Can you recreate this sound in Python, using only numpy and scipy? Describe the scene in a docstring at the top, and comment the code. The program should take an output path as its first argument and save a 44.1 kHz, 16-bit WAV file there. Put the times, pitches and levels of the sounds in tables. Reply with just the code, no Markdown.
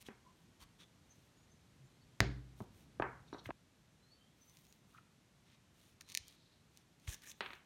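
"""Side cutters at a workbench

Close by in a small room, gloved hands cut a cable: one hard snip sets the bench top's modes ringing.
Dull knocks follow, then the jaws click through insulation. Gloves and cable rub, creak and squeak by
stick-slip friction among soft low thumps, and faint birds chirp outside over a low room rumble."""
import sys
import numpy as np
from scipy import signal
from scipy.fft import rfft, irfft
from scipy.io import wavfile
from scipy.ndimage import uniform_filter1d

SR = 44100
rng = np.random.default_rng(int(sys.argv[2]) if len(sys.argv) > 2 else 0)


def wrap_up_sound(samples):
    """Save the sound to the file named by the first command line argument, as 16-bit audio."""
    columns = np.atleast_2d(samples).T
    # keep every value between -1 and 1, then stretch to whole-number steps
    tamed = np.clip(columns, -1, 1)
    steps = np.round(tamed * 32767).astype(np.int16)
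    wavfile.write(sys.argv[1], SR, steps)


N = 337365
TIME = np.arange(N) / SR
HUSH_START_S, HUSH_END_S = 3.511, 4.5  # the ringing of the blows is silent between these times


def snip(pop_hz=1800, pop_width_hz=1900, ring_db=-47.5, thud_db=-51, thud_t60_s=0.26):
    """Impulse excitation: the cable yields, the jaws slam shut, the tool pops and jolts the bench."""
    # contacts during the cut: start_s, level_db, room_db
    contacts = [(2.2038, -10.5, -18), (2.2046, 11, -9), (2.212, -14, -13)]
    # spectrum of the closing jaws: frequency_hz, gain_db
    crack_spectrum = [(40, -12.5), (110, 3), (380, 1), (600, -3), (1000, -6.5), (1350, -4.5), (1700, 1.5),
                      (2080, 0.5), (2350, -5), (2900, -10.5), (3700, -8.5), (4700, -8), (6000, -14.5),
                      (6700, -12), (7600, -22), (9500, -22), (11000, -32.5), (15000, -26)]
    # spectrum of the bench's crowded, damped modes: frequency_hz, relative_density_db
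    thud_spectrum = [(30, -26), (70, -3), (110, -3), (250, -13), (500, -14.5), (800, -19), (2000, -53.5),
                     (6000, -81)]
    near, feed = np.zeros((2, N))
    crack = impact(crack_spectrum)
    tool = resonate(crack, pop_hz, pop_width_hz)
    pop = chatter(crack - 2 * tool, t60_s=0.009, db=-14)  # all-pass: the resonance swells after contact
    thud = noise(thud_spectrum)[:SR] * undb(thud_db - 60 * TIME[:SR] / thud_t60_s)
    thud *= 1 - np.exp(-TIME[:SR] / 0.004)
    bench = undb(ring_db) * bench_ring() + thud
    radiated = edge(crack - 0.25 * tool, 4800, "low", order=1)
    for start_s, level_db, room_db in contacts:
        add(near, start_s, undb(level_db) * pop)
        add(near, start_s, undb(level_db) * bench)
        add(feed, start_s, undb(level_db + room_db) * radiated)
    return near, feed


def bench_ring():
    """Free vibration: after a blow, each low mode of the bench top decays at its own rate."""
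    # modes of the bench top: frequency_hz, gain_db, t60_s
    bench_modes = [(58.2, 1, 0.74), (70.5, -4.5, 0.4), (108.5, 10.5, 0.16), (115.95, -8.5, 0.58),
                   (126.9, 1.5, 0.7), (142.5, -12.5, 0.37), (161.6, -17, 0.344), (190, -11.5, 0.25),
                   (195, -2, 0.41), (206.6, -15.5, 0.51), (284, -10, 0.64), (294.6, -11, 0.63),
                   (326.2, -9, 0.353), (394, -5, 0.37), (452.7, -10.5, 0.192), (506, -18, 0.21),
                   (664, -14, .25), (712, -14, 0.3)]
    return modes(bench_modes) * (1 - np.exp(-TIME[:SR] / 0.0019))


def knocks(soft_hz=984, jolt_db=-58, jolt_db_per_octave=-7):
    """Contact filtering: all blows ring one body, but a softer one leaves the upper resonances still."""
    # blows about the bench: start_s, level_db, hardness_hz, low_cut_hz, room_db
    blows = [(0.0861, -21, 2480, 200, 2), (2.6041, -9.5, 940, 50, -4.5), (2.9984, 4.5, 1010, 694, -3),
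             (3.0226, 0.5, 1850, 520, 3), (3.3283, -12, 1270, 194, -0.5), (3.3457, -13.5, 1140, 200, 1.5),
             (3.4585, -18.5, 3500, 1490, -1.5), (3.4902, -8, 865, 380, 5), (3.5058, -2.5, 1440, 1100, -5),
             (7.4073, -5, 3970, 700, 0), (7.456, -20, 2600, 1820, 0), (7.4614, -9.5, 2980, 1960, -2),
             (7.5055, -15.5, 2880, 1700, 1), (7.5328, -16, 3600, 2200, -1.5)]
    # damped resonances of the struck body: frequency_hz, width_hz, gain_db
    resonances = [(315, 230, 7), (730, 280, -7.5), (1060, 690, -2), (1570, 380, -8.5), (1990, 730, -10),
                  (2410, 490, -10), (3200, 1100, -10), (3950, 480, -12), (9200, 2600, -2.5)]
    near, feed = np.zeros((2, N))
    impulse, ring = signal.unit_impulse(2048), bench_ring()
    body = sum(undb(db) * resonate(impulse, hz, width_hz) for hz, width_hz, db in resonances)
    body = body - 2 * resonate(body, 1200, 1700)  # all-pass: the body takes a cycle to get moving
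    for start_s, level_db, hardness_hz, low_cut_hz, room_db in blows:
        blow = edge(body, hardness_hz, "low", order=3)
        blow = undb(level_db) * edge(blow, low_cut_hz, "high", order=1)
        # mostly the middle frequencies reach the room
        radiated = edge(blow, max(hardness_hz, 2120), "low", order=4)
        radiated = undb(room_db) * edge(radiated, 420, "high", order=1)
        surface_echo = undb(-12.5) * delay(blow, 0.00311)
        wall_echo = undb(-12.5) * edge(radiated, 1040, "high", order=1)
        # a harder contact comes from a lighter part and jolts the bench less
        ring_db = level_db + jolt_db + jolt_db_per_octave * np.log2(hardness_hz / soft_hz)
        add(near, start_s, chatter(blow + surface_echo, t60_s=0.026, db=-0.5))
        add(near, start_s, undb(ring_db) * ring)
        add(near, start_s + 0.018, chatter(wall_echo, t60_s=0.013, db=3.5))
        add(feed, start_s, radiated)
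    return near, feed


def jaw_clicks(room_db=-17.5, pitch_spread=0.022):
    """Stepwise fracture: the jaws break through in tiny sharp steps, each briefly ringing the steel."""
    # bites into insulation and strands: start_s, level_db, low_cut_hz
    bites = [(4.497, -31, 5500), (4.571, -29.5, 1200), (4.588, -38, 3500), (4.652, -36, 3000),
             (4.668, -38, 2500), (4.7259, -30.5, 2000), (6.0093, -24.5, 699), (6.0115, -21.5, 700),
             (6.02, -31, 5000), (6.0896, -27, 1500), (6.095, -28, 3500), (6.1, -23, 1000),
             (6.1035, -28, 6000), (6.1204, -21, 1000), (6.125, -24, 3500), (6.144, -22, 3500),
             (6.1504, -2, 500), (6.1741, -1.5, 503), (6.181, -24, 4000), (6.282, -20, 7000),
             (6.7737, -25, 3980), (6.9988, -39.5, 2500), (7.077, -36, 1490), (7.126, -27, 1500),
             (7.1442, -21, 5000), (7.221, -30, 2000), (7.258, -31, 1500), (7.317, -22.5, 1500),
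             (7.534, -32, 6000), (7.5535, -36, 4500)]
    # spectrum of the steel jaws: frequency_hz, gain_db
    jaw_spectrum = [(200, -44), (1200, -33), (1500, -47.5), (1800, -5), (2500, -1.5), (3200, -8),
                    (4300, -1), (5000, -6), (5900, -2.5), (7000, -3.5), (7700, -17.5), (8600, -7),
                    (9900, -10.5), (10700, -16.5), (14000, -14), (15800, -18)]
    # modes of the steel: mean_frequency_hz, gain_db, t60_s
    jaw_modes = [(2490, -48, 0.012), (4314, -46, .02), (6200, -48, 0.014)]
    near, click = np.zeros(N), impact(jaw_spectrum)
    for start_s, level_db, low_cut_hz in bites:
        # each bite lands elsewhere on the blades and shifts their ring
        bite = modes(jaw_modes, 1 + pitch_spread * rng.standard_normal())
        # the weaker the bite, the longer the chatter and the larger its share
        bite[:len(click)] += chatter(click, t60_s=0.0083 * 2 ** (-level_db / 13), db=-24 - level_db / 2)
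        add(near, start_s, undb(level_db) * edge(bite, low_cut_hz, "high"))
    return near, undb(room_db) * near


def rubs(slips_per_s=9000, uneven_db=3, room_db=-15, fastest_share=0.55, squeak_above_db=-60.5):
    """Sliding friction: knit and rubber catch and slip in tiny ticks that swell with the hand's speed."""
    # strokes of glove on cable: start_s, end_s, level_db, brightness_hz
    strokes = [(0, 0.033, -61, 11700), (0.047, 0.093, -61, 8500), (0.33, .47, -83, 12000),
               (0.593, 0.648, -62, 10100), (0.783, 0.847, -63, 6100), (1.0, 1.38, -80.5, 10900),
               (2.555, 2.652, -71, 11900), (2.705, 2.87, -73.5, 12000), (3.244, 3.43, -75, 5290),
               (3.436, 3.482, -64.5, 10800), (4.322, 4.821, -74.5, 14700), (4.85, 5.02, -77, 12000),
               (5.446, 5.58, -71, 5130), (5.722, 5.955, -72, 10500), (6.055, 6.157, -63.5, 7100),
               (6.214, 6.377, -70, 9500), (6.705, 6.843, -75, 7960), (7, 7.224, -66.5, 9200),
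               (7.068, 7.109, -56.5, 9900), (7.087, 7.16, -55.5, 13500), (7.214, 7.258, -62.5, 11200),
               (7.245, 7.335, -59, 12700), (7.32, 7.618, -74.5, 13900)]
    # spectrum of one slip: frequency_hz, gain_db
    slip_spectrum = [(200, -2.5), (700, -15.5), (1150, -6.5), (1400, -15), (1750, -9.5), (2300, -6.5),
                     (2900, -5.5), (3700, -3.5), (4900, -11.5), (6200, -6.5), (7600, -13), (9200, -6.5),
                     (10500, -13), (12000, -6.5), (15500, -6.5)]
    # rubber resonances that squeak on hard strokes: frequency_hz, stage_width_hz, gain_db
    resonances = [(1760, 680, -14), (6260, 3200, -2.5)]
    slips = rng.standard_normal(N) * undb(uneven_db * rng.exponential(size=N).clip(0, 5))
    slips *= rng.random(N) < slips_per_s / SR
    slips *= undb(-wobble(N, 140))  # the ribs of the knit bunch the ticks into a rasp
    rasp = signal.fftconvolve(slips, impact(slip_spectrum))[:N]
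    squeak = sum(undb(db) * narrow_ring(slips, hz, width_hz) for hz, width_hz, db in resonances)
    near = np.zeros(N)
    for start_s, end_s, level_db, brightness_hz in strokes:
        span = (TIME >= start_s) & (TIME < end_s)
        progress = (TIME[span] - start_s) / (end_s - start_s)
        speed = np.sin(np.pi / 2 * np.interp(progress, [0, fastest_share, 1], [0, 1, 0]))
        friction = unit(edge(rasp[span], brightness_hz, "low"))
        if level_db > squeak_above_db:
            friction += speed * squeak[span]
        near[span] += undb(level_db) * speed * friction
    return near, undb(room_db) * near


def creaks_and_whistle_ring(pulses_per_s=900, uneven_db=3, room_db=-11):
    """Pulse-driven resonance: stick-slip creaks of sheath and glove, and a bird's lingering ring."""
    # narrow-band sounds: start_s, length_s, pitch_hz, stage_q, level_db
    # the rows at 6.134 s and 6.254 s are the faint high ring of a distant bird's whistle
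    bursts = [(0.056, 0.026, 3180, 4.4, -62.5), (0.232, 0.1, 1018, 12, -66), (0.596, 0.063, 1100, 2.7, -65),
              (0.585, 0.065, 3100, 15, -71), (0.61, 0.029, 4400, 14, -68), (0.776, 0.085, 3440, 9.9, -66),
              (0.79, 0.055, 1420, 3.4, -73), (3.4527, 0.012, 1930, 5.9, -50),
              (4.926, 0.057, 1270, 3, -64.5), (4.974, 0.023, 1280, 3.7, -58),
              (4.967, 0.025, 2300, 2.5, -68.5), (6, 0.024, 1340, 1.6, -66), (6.081, 0.051, 3920, 4.7, -64),
              (6.134, 0.58, 4070, 3.2, -76.5), (6.254, 0.078, 4140, 2.7, -68.5),
              (7.073, 0.0096, 2230, 1.1, -47), (7.081, 0.11, 1760, 7.8, -62),
              (7.087, 0.039, 2600, 6.1, -65), (7.139, 0.017, 6060, 7.7, -55),
              (7.205, 0.073, 1800, 4.5, -65), (7.23, 0.094, 2380, 6.6, -67), (7.269, 0.0094, 1770, 6, -55),
              (7.276, 0.039, 6240, 7.9, -58.5), (7.311, 0.009, 3570, 5.8, -54)]
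    near = np.zeros(N)
    for start_s, length_s, pitch_hz, stage_q, level_db in bursts:
        n = int(length_s * SR)
        pace = rng.exponential(size=n // 40 + 1).repeat(40)[:n]
        pulse_count = np.floor(np.cumsum(pace) * pulses_per_s / SR)
        pulses = np.diff(pulse_count, prepend=-1) * undb(uneven_db * rng.standard_normal(n))
        ring = narrow_ring(pulses, pitch_hz, pitch_hz / stage_q)
        add(near, start_s, undb(level_db) * np.hanning(n) * ring)
    return near, undb(room_db) * near


def grip_squeaks(length_s=0.024, sag=0.036, room_db=-8):
    """Roughness by modulation: the gripped cable squeaks in fluttering tones that sag in pitch."""
    # three quick squeaks: start_s, level_db
    squeaks = [(3.272, -87.5), (3.327, -77), (3.38, -75.5)]
    # partials of a squeak: start_hz, gain_db
    partials = [(3850, 3), (4330, -1), (5720, -6)]
    near = np.zeros(N)
    for start_s, level_db in squeaks:
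        for start_hz, gain_db in partials:
            tone = glide(length_s, start_hz, start_hz * (1 - sag), waver=0.025)
            flutter = 1 + wobble(len(tone), 350)
            add(near, start_s, undb(level_db + gain_db) * tone * flutter)
    return near, undb(room_db) * near


def low_thumps():
    """Windowed tone bursts: soft low thumps, some of them the low body of the knocks."""
    # soft low thumps: start_s, pitch_hz, length_s, level_db
    thumps = [(0.0847, 328, 0.0063, -39), (0.086, 212, 0.047, -53.5), (0.088, 400, 0.029, -60),
              (0.602, 54.7, 0.044, -59), (1.76, 133, 0.15, -57), (2.601, 195, 0.037, -45),
              (2.599, 113, 0.035, -42.5), (3.457, 109, 0.033, -45.5), (6.194, 84.5, 0.025, -55.5),
              (7.075, 73, 0.022, -33), (7.404, 196, 0.033, -56.5)]
    near = np.zeros(N)
    for start_s, pitch_hz, length_s, level_db in thumps:
        n = int(length_s * SR)
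        add(near, start_s, undb(level_db) * np.hanning(n) * np.sin(2 * np.pi * pitch_hz * TIME[:n]))
    return near


def birds(pip_s=0.053, pip_rise_hz=72, tremble=0.4, direct_db=-4, room_db=-8):
    """Frequency-modulated song: one bird repeats two rising whistles, another gives thin pips."""
    # phrases of the first bird: start_s, level_db
    phrases = [(1.88, -83), (3.99, -74), (6.0, -73)]
    # notes of a phrase: delay_s, length_s, start_hz, end_hz, accent_share, gain_db
    notes = [(0, .18, 3976, 4700, 0.78, 0), (0.147, .23, 3033, 3492, .4, -3.5)]
    # pips of the second bird: start_s, pitch_hz, level_db
    pips = [(1.085, 6080, -77), (1.09, 6470, -78.5), (1.361, 6700, -82), (1.41, 6800, -85),
            (1.495, 6250, -77), (1.837, 7120, -87), (4.397, 6040, -76), (4.462, 6100, -79),
            (4.671, 6750, -81)]
    song = np.zeros(N)
    for start_s, level_db in phrases:
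        for delay_s, length_s, start_hz, end_hz, accent_share, gain_db in notes:
            note = glide(length_s, start_hz, end_hz, waver=0.00408, accent_share=accent_share)
            add(song, start_s + delay_s, undb(level_db + gain_db) * note)
    for start_s, pitch_hz, level_db in pips:
        add(song, start_s, undb(level_db) * glide(pip_s, pitch_hz, pitch_hz + pip_rise_hz, waver=0.0086))
    song *= 1 + tremble * wobble(N, 90)
    return undb(direct_db) * song, undb(room_db) * song


def room(feed, build_s=0.005, treble_hz=7500, bands=10):
    """Reverberation: a diffuse field builds up quickly in the small room, and its treble dies first."""
    # reverberation times: frequency_hz, t60_s
    decay_times = [(60, 1), (300, 0.322), (1000, 0.41), (2500, 0.374), (6000, 0.37), (14000, 0.1097)]
    t, hz = TIME[:SR], np.fft.rfftfreq(SR, 1 / SR)
    centres_hz = np.geomspace(decay_times[0][0], decay_times[-1][0], bands)
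    white, tail = rfft(rng.standard_normal(SR)), 0
    for weights, t60_s in zip(np.eye(bands), on_log(centres_hz, decay_times)):
        band = irfft(white * on_log(hz, np.c_[centres_hz, weights]), SR)
        fade = undb(-60 * t / t60_s) * (1 - np.exp(-(t / build_s) ** 2))
        tail = tail + band * fade / np.linalg.norm(fade)
    return signal.fftconvolve(feed, edge(tail, treble_hz, "low"))[:N]


def room_noise(base_db=-70, split_hz=400, swell_at_s=2.9, swell_width_s=0.93):
    """Broadband ambient noise: a low rumble swells once under a smooth hiss, then both step down."""
    # spectrum of the background: frequency_hz, relative_density_db
    air_spectrum = [(15, -44.5), (25, -22.5), (43, -9), (92, -3.5), (161, -3), (300, -11), (384, -15),
                    (531, -18.5), (840, -21), (1040, -22), (1890, -24), (4100, -26), (4750, -29),
                    (6200, -28.5), (9400, -34), (10500, -37), (11500, -35), (12900, -39.5), (16000, -56)]
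    bed = undb(base_db) * noise(air_spectrum)
    rumble = edge(bed, split_hz, "low", order=1)
    hiss = bed - rumble
    swell_db = 6 * np.exp(-((TIME - swell_at_s) / swell_width_s) ** 2)
    rumble_db = np.where(TIME < HUSH_START_S, 1.4 + swell_db, -0.69)
    hiss_db = np.where(TIME < HUSH_START_S, 2.95, 1.82)
    return rumble * undb(rumble_db) + hiss * undb(hiss_db)


def glide(length_s, start_hz, end_hz, waver, accent_share=0.51, accent_db=12, accent_s=0.018):
    """Frequency sweep: a tone slides ever faster while it swells to a brief accent and fades."""
    n = int(length_s * SR)
    progress = np.linspace(0, 1, n)
    hz = (start_hz + (end_hz - start_hz) * progress ** 1.6) * (1 + waver * wobble(n, 150))
    accent = undb(accent_db * np.exp(-((progress - accent_share) * length_s / accent_s) ** 2))
    envelope = np.sqrt(np.abs(np.sin(np.pi * progress))) * accent
    return envelope * np.sin(2 * np.pi * np.cumsum(hz) / SR)


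def impact(spectrum, size=2048):
    """Minimum phase: the tightest causal click with a given spectrum."""
    gain = undb(on_log(np.fft.rfftfreq(size, 1 / SR), spectrum))
    cepstrum = irfft(np.log(gain))
    cepstrum[1:size // 2] *= 2
    cepstrum[size // 2 + 1:] = 0
    return irfft(np.exp(rfft(cepstrum)))[:size // 2]


def chatter(click, t60_s, db):
    """Repeated contact: touching parts follow a click with a dense, decaying run of copies."""
    t = TIME[:len(click)]
    contacts = rng.standard_normal(len(t)) * undb(-60 * t / t60_s) * (1 - np.exp(-t / 0.00042))
    return click + undb(db) * signal.fftconvolve(click, contacts / np.linalg.norm(contacts))[:len(t)]


def modes(table, pitch_ratio=1):
    """Modal superposition: a sum of exponentially decaying sines."""
    t = TIME[:SR]
    return sum(np.sin(2 * np.pi * hz * pitch_ratio * t) * undb(db - 60 * t / t60_s)
               for hz, db, t60_s in table)


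def resonate(x, hz, width_hz):
    """Second-order resonance, gain 1 at its centre."""
    return signal.lfilter(*signal.iirpeak(hz, hz / width_hz, fs=SR), x)


def narrow_ring(x, hz, stage_width_hz):
    """Two equal resonant stages in cascade, scaled to rms 1."""
    return unit(resonate(resonate(x, hz, stage_width_hz), hz, stage_width_hz))


def noise(spectrum):
    """Spectrally shaped noise of rms 1."""
    gain = undb(on_log(np.fft.rfftfreq(N, 1 / SR), spectrum))
    return unit(irfft(rfft(rng.standard_normal(N)) * gain, N))


def wobble(n, cutoff_hz):
    """Random modulation: low-passed noise of rms 1."""
    return unit(edge(rng.standard_normal(n), cutoff_hz, "low"))


def edge(x, hz, kind, order=2):
    """Maximally flat low-pass or high-pass."""
    return signal.sosfilt(signal.butter(order, hz, kind, fs=SR, output="sos"), x)


def delay(x, delay_s):
    """Propagation delay: the same sound a moment later."""
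    return np.interp(TIME[:len(x)] - delay_s, TIME[:len(x)], x, left=0)


def add(track, start_s, sound):
    """Superpose a sound on a track."""
    i = int(start_s * SR)
    track[i:i + len(sound)] += sound[:N - i]


def on_log(hz, points):
    """Interpolate (frequency_hz, value) points on a log-frequency axis."""
    points_hz, values = np.transpose(points)
    return np.interp(np.log(hz + 1), np.log(points_hz), values)


def undb(db):
    """Decibels to amplitude ratio."""
    return 10 ** (np.asarray(db) / 20)


def unit(x):
    """Scale to rms 1."""
    return x / np.sqrt(np.mean(x ** 2))


def scene():
    """Direct plus reverberant sound: sources give a near part and a feed to the room."""
    near, feed = np.sum([snip(), knocks(), creaks_and_whistle_ring(), grip_squeaks()], axis=0)
    # the ringing stops dead after the first run of knocks
    gate = uniform_filter1d(1.0 * ((TIME < HUSH_START_S) | (TIME > HUSH_END_S)), size=100)
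    gated = (near + room(feed)) * gate
    near, feed = np.sum([jaw_clicks(), rubs(), birds()], axis=0)
    return (gated + near + room(feed) + low_thumps() + room_noise())[None]


def record(dry, low_cut_hz=37.2, top_hz=16000):
    """Band limiting: the microphone sheds the deepest bass and cuts the top."""
    low_pass = signal.ellip(8, 0.2, 70, top_hz, fs=SR, output="sos")
    return signal.sosfilt(low_pass, edge(dry, low_cut_hz, "high", order=4))


dry = scene()
out = record(dry)
wrap_up_sound(out)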